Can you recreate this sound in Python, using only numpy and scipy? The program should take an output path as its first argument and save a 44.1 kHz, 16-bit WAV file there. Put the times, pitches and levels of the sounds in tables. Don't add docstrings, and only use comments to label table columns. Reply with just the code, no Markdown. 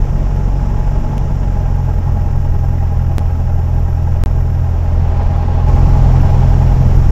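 import sys
import numpy as np
from scipy.fft import rfft, irfft, next_fast_len
from scipy.io import wavfile
from scipy.ndimage import map_coordinates

SR = 44100
rng = np.random.default_rng(int(sys.argv[2]) if len(sys.argv) > 2 else 0)


def to_wav(s):
    ch = np.atleast_2d(s).T
    pcm = np.round(np.clip(ch, -1, 1) * 32767)
    wavfile.write(sys.argv[1], SR, pcm.astype(np.int16))


N = 313551

# time_s, firings_per_s
ENGINE_SPEED = [(0.0, 45.07), (0.25, 46.16), (1.2, 46.27), (1.85, 43.22), (3.0, 41.88), (4.0, 41.67),
                (4.3, 42.31), (4.6, 41.76), (5.55, 42.01), (5.8, 42.83), (7.11, 42.93)]
IDLE_RATE = 42
# time_s, lead_beats
BLADE_LEAD = [(1.3, 0), (2, .25)]
# multiple of the four-stroke cycle rate, relative_db
UNEVEN_LINES = [(3, -13.5), (5, -23), (6, -13.5), (7, -19), (9, -24.5), (10, -21.5), (11, -20.5),
                (13, -22.5), (14, -21.5), (15, -23), (16, -28.5), (17, -33), (18, -27), (19, -27)]
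# start_s, end_s, place_firings (in a cycle of four), over_cowling_db
KNOCK_SPELLS = [(.2, 1.8, 1.4, 3), (.55, 1.75, 0.23, 6.5), (1.7, 4.3, 2.15, 9.5), (4.35, 6.4, 3, 8.5),
                (5.15, 6.7, 1.65, 12), (5.6, 6.85, 2, 7.5)]
KNOCK_WIDTH, KNOCK_FADE_S = 0.4, 0.12
PANEL_HZ, PANEL_RISE = 818.4, 5.2

# pitch_hz, width_hz, relative_db
COWLING_MODES = [(908, 51, -0.5), (1083, 43, -5), (1596, 35, -10.5)]
FIREWALL_MODES = [(375.6, 33, -2), (451, 50, -3.5), (512, 31, -4), (601.4, 71, 2.5), (671, 56, -0.5)]
TRIM_MODES = [(1283, 43, -1.5), (1386, 56, -2.5), (1601, 41, -1.5), (1880, 52, -4), (2520, 230, -11),
              (2910, 63, -7)]

# frequency_hz, relative_db (per Hz)
BUFFET_COLOUR = [(5, -19.5), (15, -9), (30, 5.5), (50, -3.5), (70, -5.5), (110, -18.5), (200, -39.5)]
RUMBLE_COLOUR = [(60, -12), (110, 0.5), (170, 1), (230, -6), (310, -10.5), (450, -13), (700, -27.5),
                 (1500, -53)]
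WASH_COLOUR = [(200, -20.5), (350, 0.5), (480, 3), (750, 6), (1050, 1.5), (1300, -6), (2100, -11.5),
               (2900, -15), (3500, -19), (4100, -26), (5000, -34), (9000, -57)]
EDGE_COLOUR = [(1200, -10.5), (2200, 4), (3400, -4), (4300, 3), (5500, 0), (8000, -17), (10500, -17),
               (15000, -29)]
HISS_COLOUR = [(2000, -19.5), (4300, -17), (5000, -1), (5450, 3.5), (6200, -1.5), (7300, -2.5), (8300, -15),
               (9500, -25.5), (11000, -18), (15000, -36)]
SIZZLE_COLOUR = [(8000, -35), (10500, -12.5), (11300, -5.5), (12000, 4.5), (13000, -1.5), (14500, -3),
                 (15100, -5.5), (15800, -25)]
TICK_COLOUR = [(1000, -1), (3000, 0), (8000, -8), (15000, -16.5)]

# centre_s, level_db (at the centre), half_length_s
TICKS = [(1.181, -27.5, .0006), (5.233, -46, .003), (5.686, -31, .0004), (6.16, -44, .005)]
# start_s, end_s
DROPOUTS = [(3.1829, 3.192), (4.2379, 4.26)]
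TOP_HZ = 15760

SURGE_S, SURGE_RISE_S, SURGE_HOLD_S, SURGE_FALL_S = 4.53, 0.67, 1.22, 1.5
SWELL_S, SWELL_RISE_S = 5.66, 0.026

# idle_db, speed_db (per extra firing per second), surge_db (added), swell_db (added)
ROCKING_LEVEL = (-20.5, 0.3, .5, 5)
BEAT_LEVEL = (-20.5, 1.4, 4.5, 2.5)
SECOND_LEVEL = (-15.5, -1.58, 1.05, 2.5)
THIRD_LEVEL = (-21.5, -0.34, -0.4, 7)
FIFTH_LEVEL = (-43.5, 2.04, 1, 4.5)
SIXTH_LEVEL = (-45.5, -0.4, 8.5, 3)
UNEVEN_LEVEL = (-17.5, 0.27, 2, 4.5)
BUFFET_LEVEL = (-22, 0.37, 0.5, 4)
COWLING_LEVEL = (-44, 0.42, 2, 0.5)
RUMBLE_LEVEL = (-28.5, 0.73, 2, 4.5)
CLATTER_LEVEL = (-40.3, 0.13, 4.5, -0.2)
TRIM_LEVEL = (-47, -0.07, -0.1, 2)
WASH_LEVEL = (-38, 0.67, 6, 2)
EDGE_LEVEL = (-62, 0.36, 9.5, 2.5)
HISS_LEVEL = (-54.5, 0.59, -.4, 5.5)
SIZZLE_LEVEL = (-60.5, -.6, -4, 6)


def boom(firings):
    blades = loudness(BEAT_LEVEL) * line(firings + curves(BLADE_LEAD)[0], 0.26)
    exhaust = loudness(SECOND_LEVEL) * line(2 * firings, 0.07)
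    exhaust += loudness(THIRD_LEVEL) * line(3 * firings, 0.22)
    drone = loudness(FIFTH_LEVEL) * line(5 * firings, 0.49)
    drone += loudness(SIXTH_LEVEL) * line(6 * firings, 0.5)
    rocking = loudness(ROCKING_LEVEL) * line((firings + 1) / 2, 0.65)
    return blades + exhaust + drone + rocking + uneven_cylinders(firings)


def uneven_cylinders(firings):
    cycles = firings / 4
    lines = sum(amp(db) * line(round(multiple) * cycles + rng.random(), 0.54)
                for multiple, db in UNEVEN_LINES)
    return loudness(UNEVEN_LEVEL) * lines


def cowling(firings):
    force = loudness(COWLING_LEVEL) * knocking(firings)
    force *= throb(firings, lag=0.38, depth_db=3.0) * amp(1.3 * wobble(25))
    phase = 2 * np.pi * np.cumsum(PANEL_HZ + PANEL_RISE * overspeed()) / SR
    singing = np.sqrt(2) * np.cos(phase + 1.65 * wobble(45))
    chatter = rattle(amp(-8) * force, COWLING_MODES) + rattle(amp(-7) * force, FIREWALL_MODES)
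    return amp(1.2) * force * singing + chatter


def knocking(firings):
    power = np.ones(N)
    for start, end, place, db in KNOCK_SPELLS:
        fade_in = ramp(start - KNOCK_FADE_S / 2, KNOCK_FADE_S)
        fade_out = ramp(end - KNOCK_FADE_S / 2, KNOCK_FADE_S)
        away = (firings - place + 2) % 4 - 2
        blow = np.exp(-(away / KNOCK_WIDTH) ** 2 / 2)
        power += (fade_in - fade_out) * amp(db) ** 2 * blow
    return np.sqrt(power)


def exhaust_rumble(firings):
    return loudness(RUMBLE_LEVEL) * noise(RUMBLE_COLOUR) * throb(firings, lag=0.054, depth_db=0.5)


def firewall_clatter(firings):
    force = loudness(CLATTER_LEVEL) * throb(firings / 2, lag=0.014, depth_db=3.5)
    force *= throb(firings / 4, lag=0.5, depth_db=1.5)
    return rattle(force, FIREWALL_MODES)


def cabin_trim(firings):
    force = loudness(TRIM_LEVEL) * throb(firings, lag=0.11, depth_db=5.0) * amp(0.66 * wobble(45))
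    return rattle(force, TRIM_MODES)


def propeller_wash(turns):
    wash = loudness(WASH_LEVEL) * noise(WASH_COLOUR)
    wash *= throb(turns, lag=0.06, depth_db=0.76) * amp(1.0 * wobble(90))
    return wash + loudness(EDGE_LEVEL) * noise(EDGE_COLOUR)


def windscreen_air(turns):
    hiss = loudness(HISS_LEVEL) * noise(HISS_COLOUR) * throb(turns, lag=0.15, depth_db=0.5)
    sizzle = loudness(SIZZLE_LEVEL) * noise(SIZZLE_COLOUR)
    sizzle *= throb(turns, lag=0.25, depth_db=2.0) * amp(1.2 * wobble(60))
    return hiss + sizzle


def airframe_buffet():
    return loudness(BUFFET_LEVEL) * noise(BUFFET_COLOUR)


def ticks():
    t = np.arange(N) / SR
    envelope = sum(amp(db) * np.exp(-((t - centre) / length) ** 2) for centre, db, length in TICKS)
    return envelope * noise(TICK_COLOUR)


def overspeed():
    return curves(ENGINE_SPEED)[0] - IDLE_RATE


def loudness(level):
    idle_db, speed_db, surge_db, swell_db = level
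    surge = ramp(SURGE_S, SURGE_RISE_S)
    surge -= ramp(SURGE_S + SURGE_RISE_S + SURGE_HOLD_S, SURGE_FALL_S)
    swell = ramp(SWELL_S, SWELL_RISE_S)
    return amp(idle_db + speed_db * overspeed() + surge_db * surge + swell_db * swell)


def line(turns, unsteady):
    wander = 1 + unsteady * (wobble(11) + 1j * wobble(11))
    tone = np.real(np.exp(2j * np.pi * turns) * wander)
    return np.sqrt(2) * tone / np.sqrt(1 + 2 * unsteady ** 2)


def rattle(force, modes):
    def panel(hz):
        response = 0
        for k, (centre, width, db) in enumerate(modes):
            damping = 1j * hz * width
            response = response + (-1) ** k * amp(db) * damping / (centre ** 2 - hz ** 2 + damping)
        return response / (1 + (hz / 2500) ** 4)

    ring = filtered(force * rng.standard_normal(N), panel)
    return unit(ring) * np.sqrt(np.mean(force ** 2))


def throb(turns, lag, depth_db):
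    return unit(amp(depth_db * np.cos(2 * np.pi * (turns - lag))))


def noise(colour):
    point_hz, db = np.transpose(colour)

    def response(hz):
        return amp(np.interp(np.log(hz + 1), np.log(point_hz), db, right=-120))

    return unit(filtered(rng.standard_normal(N), response))


def filtered(x, response):
    size = next_fast_len(N + SR // 2)
    return irfft(rfft(x, size) * response(np.fft.rfftfreq(size, 1 / SR)), size)[:N]


def wobble(rate):
    knots = rng.standard_normal(int(N * rate / SR) + 4)
    return map_coordinates(knots, [np.arange(N) * rate / SR])


def curves(rows):
    s, *columns = np.transpose(rows)
    return np.array([np.interp(np.arange(N) / SR, s, column) for column in columns])


def ramp(start, length):
    return np.clip((np.arange(N) / SR - start) / length, 0, 1)


def amp(db):
    return 10 ** (np.asarray(db) / 20)


def unit(x):
    return x / np.sqrt(np.mean(x ** 2) + 1e-20)


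def scene():
    firings = np.cumsum(curves(ENGINE_SPEED)[0]) / SR
    turns = firings / 2
    engine = boom(firings) + cowling(firings) + exhaust_rumble(firings)
    rattles = firewall_clatter(firings) + cabin_trim(firings)
    air = propeller_wash(turns) + windscreen_air(turns)
    return (engine + rattles + air + airframe_buffet() + ticks())[None]


def record(dry):
    t = np.arange(N) / SR
    clipped = dry[0] / (1 + np.abs(dry[0]) ** 24) ** (1 / 24)
    live = ~np.any([(t > start) & (t < end) for start, end in DROPOUTS], axis=0)
    soft_ends = np.clip(np.minimum(t, t[-1] - t) / 0.003, 0, 1)
    return filtered(clipped * live * soft_ends, lambda hz: hz < TOP_HZ)[None]


dry = scene()
out = record(dry)
to_wav(out)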